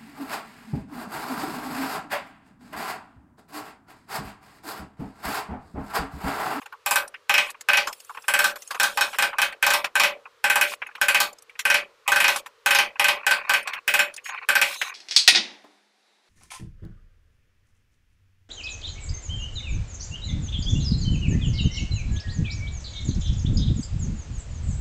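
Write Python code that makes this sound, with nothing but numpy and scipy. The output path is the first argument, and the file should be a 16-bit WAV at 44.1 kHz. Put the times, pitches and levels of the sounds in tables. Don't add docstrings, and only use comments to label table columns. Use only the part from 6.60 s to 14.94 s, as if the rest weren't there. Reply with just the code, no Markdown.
import sys
import numpy as np
from scipy import signal
from scipy.fft import rfft, irfft, next_fast_len
from scipy.io import wavfile
from scipy.ndimage import uniform_filter1d

SR = 44100
rng = np.random.default_rng(int(sys.argv[2]) if len(sys.argv) > 2 else 0)


def store_pcm(level_fs):
    pcm = np.round(np.clip(level_fs, -1, 1) * 32767).astype(np.int16)
    wavfile.write(sys.argv[1], SR, np.atleast_2d(pcm).T)


N = 367786
TIME = np.arange(N) / SR
SINCE_HIT = np.arange(SR // 2) / SR

# (frequency [Hz], level [dB])
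ROOM_TONE_EQ = [(30, -17.5), (120, -7.5), (250, -32), (460, 9.5), (700, -11.5), (1100, 3.5), (2000, -4.5),
                (4000, -8), (8000, -18), (15500, -28)]
# (frequency [Hz], base t60 [s])
ROOM_DECAY = [(100, 0.44), (500, 0.78), (1000, 0.29), (2500, 0.22), (5000, 0.19), (9000, 0.17),
              (15000, 0.2)]
# (start [s], length [s], relative level [dB])
HISSES = [(0, 0.039, -43), (.82, 0.096, -37.5), (1.22, 0.47, -42.5), (1.8, 0.11, -30.5), (1.98, 0.3, -41.5),
          (2.22, 0.35, -36.5), (4.07, 0.072, -29.5), (5.7, 0.097, -29.5), (7.64, 0.051, -36),
          (8.05, 0.1, -28), (8.16, 0.14, -36.5)]
# (time [s], strength [dB], knock boost [dB], crunch boost [dB])
KNOCKS = [(0.016, -40, 8, 5), (0.058, -39.5, 10.5, 11), (0.124, -41, 16, 10.5), (0.541, -32, -4.5, -2.5),
          (0.944, -40, 6, -14.5), (1.271, -31.5, 18.5, 20), (1.494, -43, 19.5, 14.5),
          (1.547, -40.5, 7.5, 9.5), (1.571, -36, 10, 5), (1.639, -42.5, 5.5, 8), (1.957, -38.5, 9, 21),
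          (2.107, -31.5, 12.5, 21.5), (2.145, -32.5, 12, 14), (2.53, -32.5, 3.5, 8), (2.542, -32.5, 4, 9),
          (2.73, -34, 15.5, 0), (2.923, -33.5, -1.5, 5.5), (3.243, -20, -1, 9.5), (3.654, -40, 10.5, -13.5),
          (4.218, -25.5, 0.5, -6.5), (4.263, -34, 0, -9), (4.288, -42, 10, -27), (4.312, -42, -0.5, -16.5),
          (4.351, -34.5, 3, 7), (4.378, -46, 14.5, 10.5), (4.894, -40.5, -5, 6), (4.953, -42, 1.5, -3.5),
          (4.991, -26.5, -6, 19.5), (5.759, -30, 11.5, 25), (5.86, -37, 8, 13.5), (6.356, -36.5, 5, -14),
          (7.073, -26.5, 2.5, 12.5), (7.133, -25.5, 0, 6), (7.164, -30, -3, -23), (7.577, -33, -7, 0),
          (7.657, -29.5, -13, -15), (7.69, -33, 7, 8.5), (7.743, -39.5, 13.5, 8.5),
          (7.775, -28.5, -16.5, -24.5), (8.2137, -18, -6.5, 9.5)]
# (frequency [Hz], level [dB], base t60 [s])
RESONANCES = [(210, -24, .35), (347, -26, .3), (557, -12.5, .48), (589, -8.5, .44), (691, -16, .25),
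              (818, -2.5, .23), (896, -12, .22), (1049, -12, .27), (1170, -9, .27), (1254, -10, .2),
              (1495, -7, .2), (1536, 3.5, .19), (1565, 2, .17), (1604, -3, .22), (1741, -10, .24),
              (1894, -7, .24), (1972, -6, .25), (2096, -10, .24), (2250, -5, .27), (2349, -4, .27),
              (2497, -1, .24), (2543, 1, .24), (2629, -11, .25), (2842, -8, .24), (3048, -6, .23),
              (3251, -9, .23), (4190, -15, .22), (5420, -9, .15), (9130, -21, .16), (11550, -21, .15)]
# (frequency [Hz], level [dB])
CLATTER_EQ = [(30, -16.5), (60, -22.5), (150, -25.5), (210, -17.5), (300, -16), (480, -13.5), (700, -9.5),
              (1050, 3.5), (2300, 5.5), (3400, 3.5), (4500, -2), (7000, -8.5), (11500, -13.5),
              (15500, -19.5)]
# (time [s], knock [dB], clang [dB], ring [dB], bite [dB], crunch [dB])
BLOWS = [(0.2616, -28.5, -33.5, -28.5, -34.5, -29.5), (0.3101, -24.5, -29.5, -27, -31.5, -25),
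         (0.3581, -26, -22, -26, -29, -26.5), (0.695, -24.5, -25.5, -20, -29.5, -33.5),
         (0.7408, -31.5, -26.5, -17.5, -28.5, -33), (0.78, -30, -29, -18, -27.5, -34),
         (1.087, -26.5, -20.5, -19.5, -31, -36), (1.1332, -32, -24, -18.5, -31.5, -35),
         (1.1724, -28, -27, -20.5, -26, -33.5), (1.6821, -28.5, -24, -25.5, -34, -28.5),
         (1.738, -29, -21.5, -21.5, -31.5, -28), (1.7909, -28.5, -20.5, -24, -29.5, -28),
         (1.8426, -27, -19.5, -27.5, -27, -28), (2.1991, -29.5, -22.5, -25.5, -26.5, -29.5),
         (2.2321, -28, -20, -28, -25.5, -26.5), (2.3735, -24.5, -29.5, -27.5, -33, -35.5),
         (2.41, -29.5, -22, -24, -25.5, -30), (2.586, -28, -25, -23.5, -32.5, -30.5),
         (2.624, -27.5, -23, -23, -27.5, -31), (2.7846, -27, -24.5, -25.5, -33.5, -36),
         (2.8176, -29.5, -23, -21.5, -28, -30), (3.0265, -30.5, -22, -20, -30, -31),
         (3.066, -22.5, -25, -25.5, -27, -28.5), (3.1043, -29.5, -23.5, -25, -27.5, -30),
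         (3.1367, -24.5, -30, -24, -25.5, -28.5), (3.3547, -27.5, -20.5, -23.5, -32.5, -31),
         (3.3982, -24, -28.5, -19.5, -25, -29.5), (3.4353, -27.5, -25, -19, -26, -31),
         (3.8413, -26, -21.5, -22, -31.5, -32), (3.8996, -30.5, -21.5, -20, -31.5, -29),
         (3.957, -23.5, -24, -23.5, -33, -28), (4.0121, -30.5, -21.5, -19, -30.5, -27),
         (4.4142, -30, -20, -24.5, -29.5, -30), (4.484, -29.5, -22, -19, -30, -27),
         (4.546, -27.5, -24.5, -17.5, -29, -30.5), (4.603, -25, -26.5, -25.5, -24, -25),
         (5.053, -30.5, -22.5, -21, -34.5, -32.5), (5.101, -30.5, -21, -19, -28, -32.5),
         (5.1433, -30, -26, -19, -28.5, -32.5), (5.4779, -24, -41, -22.5, -34, -30.5),
         (5.519, -27.5, -18.5, -24.5, -29.5, -32), (5.5606, -28.5, -20, -23.5, -30, -31.5),
         (5.6027, -29, -26, -19, -30.5, -29), (5.6429, -29, -25.5, -17.5, -28, -33.5),
         (5.6809, -26, -25, -21.5, -24.5, -30), (6.061, -26, -21.5, -22, -29, -29),
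         (6.1077, -28.5, -23, -18, -28.5, -29), (6.149, -27.5, -24, -20, -24, -30),
         (6.1872, -25.5, -25, -17.5, -27, -31), (6.3959, -24.5, -31, -19, -29.5, -31),
         (6.4435, -33.5, -22.5, -19, -29, -30.5), (6.4843, -26, -28.5, -19, -27, -30.5),
         (6.6662, -28.5, -21, -22.5, -30.5, -30.5), (6.7099, -27.5, -19, -22, -28, -31.5),
         (6.8948, -26, -21.5, -23, -30, -32.5), (6.9367, -30, -22.5, -19.5, -30.5, -32.5),
         (7.2782, -36.5, -27, -20.5, -32, -31.5), (7.3393, -29, -24.5, -19.5, -30, -28.5),
         (7.392, -31, -22, -19, -29, -28.5), (7.888, -29, -19.5, -22, -31, -29),
         (7.9534, -28.5, -18, -22, -28.5, -30), (8.0151, -29, -25, -17.5, -27, -27.5)]
BAND_EDGES = [700, 1380, 1730, 3250, 6750, 15000]
# (frequency [Hz], level [dB])
CRACK_EQ = [(100, -27), (1000, -23), (2500, 1.5), (5500, 7.5), (7500, 4), (10500, 6.5), (15500, 1)]
# (time [s], level [dB])
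CHIPS = [(0.478, -40.5), (0.9022, -36), (1.0093, -36.5), (1.328, -35), (1.401, -42.5), (1.447, -47),
         (1.622, -48), (2.021, -39.5), (2.075, -39), (4.269, -49), (4.729, -45.5), (4.785, -46.5),
         (4.822, -47), (7.0285, -45), (7.54, -39.5), (7.564, -36)]
# (frequency [Hz], level [dB])
CHIP_EQ = [(100, -18.5), (600, -2.5), (1500, 6.5), (4000, 4), (7000, 5.5), (10500, 3), (15500, -8.5)]
# (start [s], length [s], level [dB])
RASPS = [(.86, 0.04, -39), (2.15, 0.031, -47), (2.755, 0.04, -46.5), (4.115, 0.023, -31),
         (5.455, 0.014, -40.5), (6.56, 0.096, -38), (6.73, 0.127, -34.5), (6.865, 0.143, -34.5),
         (7.05, 0.14, -36), (7.48, 0.036, -47), (7.65, 0.14, -35.5), (7.81, 0.039, -37.5),
         (8.08, 0.089, -36.5), (8.24, 0.12, -34.5)]
# (start [s], length [s], pitch [Hz], level [dB], jitter [share of pitch])
SQUEAKS = [(7.632, .1, 6650, -47, 0.0084), (8.057, 0.27, 3900, -45.5, 0.038),
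           (8.127, 0.206, 6360, -48.5, 0.04)]
# (frequency [Hz], level [dB])
HISS_EQ = [(1000, -9.5), (2500, 6.5), (4000, 1), (7000, 1), (10000, 1.5), (15000, -3)]
RASP_EQ = [(200, -15), (600, -6), (1050, 11.5), (1550, 4.5), (2400, 4), (3100, -4.5), (4200, -1.5),
           (12000, -36)]


def amp(db):
    return 10 ** (np.asarray(db) / 20)


def curve_at(points, hz):
    freqs, values = np.transpose(points)
    return np.interp(np.log(hz + 1), np.log(freqs + 1), values)


def unit_rms(x, size=None):
    return x / np.sqrt(np.mean(x[:size] ** 2) + 1e-20)


def decay(t, t60):
    return np.exp(-np.log(1000) * t / t60)


def place(mix, start, sound):
    part = mix[max(round(start * SR), 0):][:len(sound)]
    part += sound[:len(part)]


def eq(x, curve):
    size = next_fast_len(len(x) + SR // 10)
    log_gain = np.log(amp(curve_at(curve, abs(np.fft.fftfreq(size, 1 / SR)))))
    response = np.exp(np.conj(signal.hilbert(log_gain)))[:size // 2 + 1]
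    return irfft(rfft(x, size) * response, size)[:len(x)]


def fader(cues, rise_s, sag_db_per_s, release_s):
    gain = np.zeros(N)
    for start, length, db in cues:
        t = np.maximum(TIME - start, 0)
        release = decay(np.maximum(t - length, 0), release_s)
        gain += np.minimum(t / rise_s, 1) * amp(db - sag_db_per_s * t) * release
    return gain


def room_tone():
    return amp(-51) * unit_rms(eq(rng.standard_normal(N), ROOM_TONE_EQ))


def echoes(sustain):
    hz, t, bands = signal.stft(rng.standard_normal(len(SINCE_HIT)), SR, nperseg=256)
    bands = bands * decay(t, sustain * curve_at(ROOM_DECAY, hz)[:, None])
    return signal.istft(bands, SR, nperseg=256)[1][:len(SINCE_HIT)]


def grain_gains(count, spread_db):
    return amp(spread_db * np.minimum(rng.exponential(1, count), 3))


def gritty_hiss(ticks_per_s=200):
    grains, t = np.zeros(N), SINCE_HIT[:SR // 100]
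    for hz in np.geomspace(2500, 15000, 44):
        impulses = np.zeros(N)
        at = rng.integers(0, N, round(ticks_per_s * N / SR))
        impulses[at] = grain_gains(len(at), spread_db=3.2)
        tick = t * np.exp(-t / .0011) * np.sin(2 * np.pi * hz * t)
        grains += signal.oaconvolve(impulses, tick)[:N]
    wash = signal.oaconvolve(grains, echoes(sustain=.62))[:N]
    hiss = eq(unit_rms(grains) + amp(-3) * unit_rms(wash), HISS_EQ)
    return amp(-8.5) * unit_rms(hiss) * fader(HISSES, rise_s=.0052, sag_db_per_s=4, release_s=.06)


def random_phases():
    return 2 * np.pi * rng.random((len(RESONANCES), 1))


def chisel_and_room(phases, sustain, spread_db, detune):
    hz, db, t60 = np.transpose(RESONANCES)[:, :, None]
    strength, shift = rng.standard_normal((2, len(RESONANCES), 1))
    t = SINCE_HIT[:SR // 3]
    pitch = hz * (1 + detune * (1 + (hz / 4000) ** 2) * shift)
    attack = 1 - np.exp(-t / np.where(hz < 650, .012, .0006))
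    envelopes = amp(db + spread_db * strength) * attack * decay(t, t60 * sustain)
    ring = (envelopes * np.sin(2 * np.pi * pitch * t + phases)).sum(0)
    return np.pad(ring, (0, len(SINCE_HIT) - len(t)))


def concrete(x, curve, spread_db):
    hz = np.geomspace(4200, 15000, 26)
    db = spread_db * np.r_[0, rng.standard_normal(len(hz) - 1)]
    return eq(eq(x, curve), np.c_[hz, db])


def blade_knocks():
    out, head = np.zeros(N), 660
    for start, db, knock_db, crunch_db in KNOCKS:
        ring = unit_rms(chisel_and_room(random_phases(), sustain=.22, spread_db=3, detune=.04), head)
        clatter = unit_rms(concrete(echoes(sustain=.45), CLATTER_EQ, spread_db=4), head)
        touch = unit_rms(clatter + amp(-3) * ring, head) * (1 - np.exp(-SINCE_HIT / .0017))
        lows_and_mids = [(500, .5 * knock_db), (1100, knock_db), (2000, 0), (2700, .042)]
        highs = [(3600, .5 * crunch_db - 8), (5500, crunch_db - 12.5), (8000, crunch_db - 11.5)]
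        place(out, start, amp(db) * eq(touch, lows_and_mids + highs))
    return out


def voice_blow(blow, levels_db):
    hz, power = signal.periodogram(blow[:1400], SR, nfft=len(blow), detrend=False)
    curve = [(600, -5 + .5 * np.mean(levels_db))]
    for low, high, db in zip(BAND_EDGES, BAND_EDGES[1:], levels_db):
        band_db = 10 * np.log10(power[(hz > low) & (hz < high)].sum() * hz[1])
        curve += [(corner, db - band_db) for corner in np.geomspace(low, high, 7)[[1, -2]]]
    return eq(blow, curve)


def hammer_blows():
    out, head = np.zeros(N), 1320
    phases, same_echoes = random_phases(), echoes(sustain=.94)
    build_up = 1 - .35 * np.exp(-SINCE_HIT / .0022)
    for start, *levels_db in BLOWS:
        hit_phases = phases + .4 * rng.standard_normal(phases.shape)
        ring = chisel_and_room(hit_phases, sustain=.9, spread_db=2, detune=.0022)
        clatter = concrete(same_echoes + .5 * echoes(sustain=1.06), CLATTER_EQ, spread_db=3.5)
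        crack = eq(rng.standard_normal(len(SINCE_HIT)) * decay(SINCE_HIT, t60=.0071), CRACK_EQ)
        body = (unit_rms(ring, head) + amp(-2) * unit_rms(clatter, head)) * build_up
        blow = unit_rms(body, head) + amp(-16.5) * unit_rms(crack, head)
        place(out, start, voice_blow(blow, levels_db))
    return out


def falling_chips():
    out = np.zeros(N)
    attack = 1 - np.exp(-SINCE_HIT / .00059)
    for start, db in CHIPS:
        tick = concrete(echoes(sustain=.24), CHIP_EQ, spread_db=5.5) * attack
        place(out, start, amp(db) * unit_rms(tick, size=440))
    return out


def short_rasps(catches_per_s=520):
    ring = chisel_and_room(random_phases(), sustain=.1, spread_db=1, detune=.01)
    response = unit_rms(ring) + unit_rms(echoes(sustain=.2))
    catches = (rng.random(N) < catches_per_s / SR) * rng.choice([-1, 1], N)
    clicks = catches * grain_gains(N, spread_db=3)
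    rasp = eq(signal.oaconvolve(clicks, response)[:N], RASP_EQ)
    return unit_rms(rasp) * fader(RASPS, rise_s=.012, sag_db_per_s=22.5, release_s=.025)


def edge_squeaks():
    out = np.zeros(N)
    for start, length, hz, db, jitter in SQUEAKS:
        size = round(length * SR)
        wobble = unit_rms(uniform_filter1d(rng.standard_normal(len(SINCE_HIT)), size=90))[:size]
        whistle = np.sin(2 * np.pi * np.cumsum(hz * (1 + jitter * wobble)) / SR)
        place(out, start, amp(db) * unit_rms(whistle * signal.windows.tukey(size, .5)))
    return out


def suppress_noise(x, depth_db, margin_db):
    bins = signal.stft(x, SR, nperseg=512, noverlap=384)[2]
    power = uniform_filter1d(abs(bins) ** 2, size=5, axis=1)
    power = uniform_filter1d(power, size=3, axis=2)
    level_db = 10 * np.log10(abs(power) + 1e-20)
    floor_db = np.percentile(level_db, 8, axis=2, keepdims=True)
    shut = .5 - .5 * np.tanh((level_db - floor_db - margin_db) / 3)
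    return signal.istft(bins * amp(-depth_db * shut), SR, nperseg=512, noverlap=384)[1][:, :N]


def scene():
    hits = hammer_blows() + blade_knocks()
    return (hits + short_rasps() + edge_squeaks() + falling_chips() + gritty_hiss() + room_tone())[None]


def record(dry):
    ceiling, cutoff_hz = .68, 15570
    gated = suppress_noise(dry, depth_db=10, margin_db=11.5)
    rounded = gated / (1 + (gated / ceiling) ** 4) ** .25
    high_cut = signal.firwin(511, cutoff_hz, window=("kaiser", 9), fs=SR)
    return signal.oaconvolve(rounded, high_cut[None], "same")


dry = scene()
out = record(dry)
store_pcm(out)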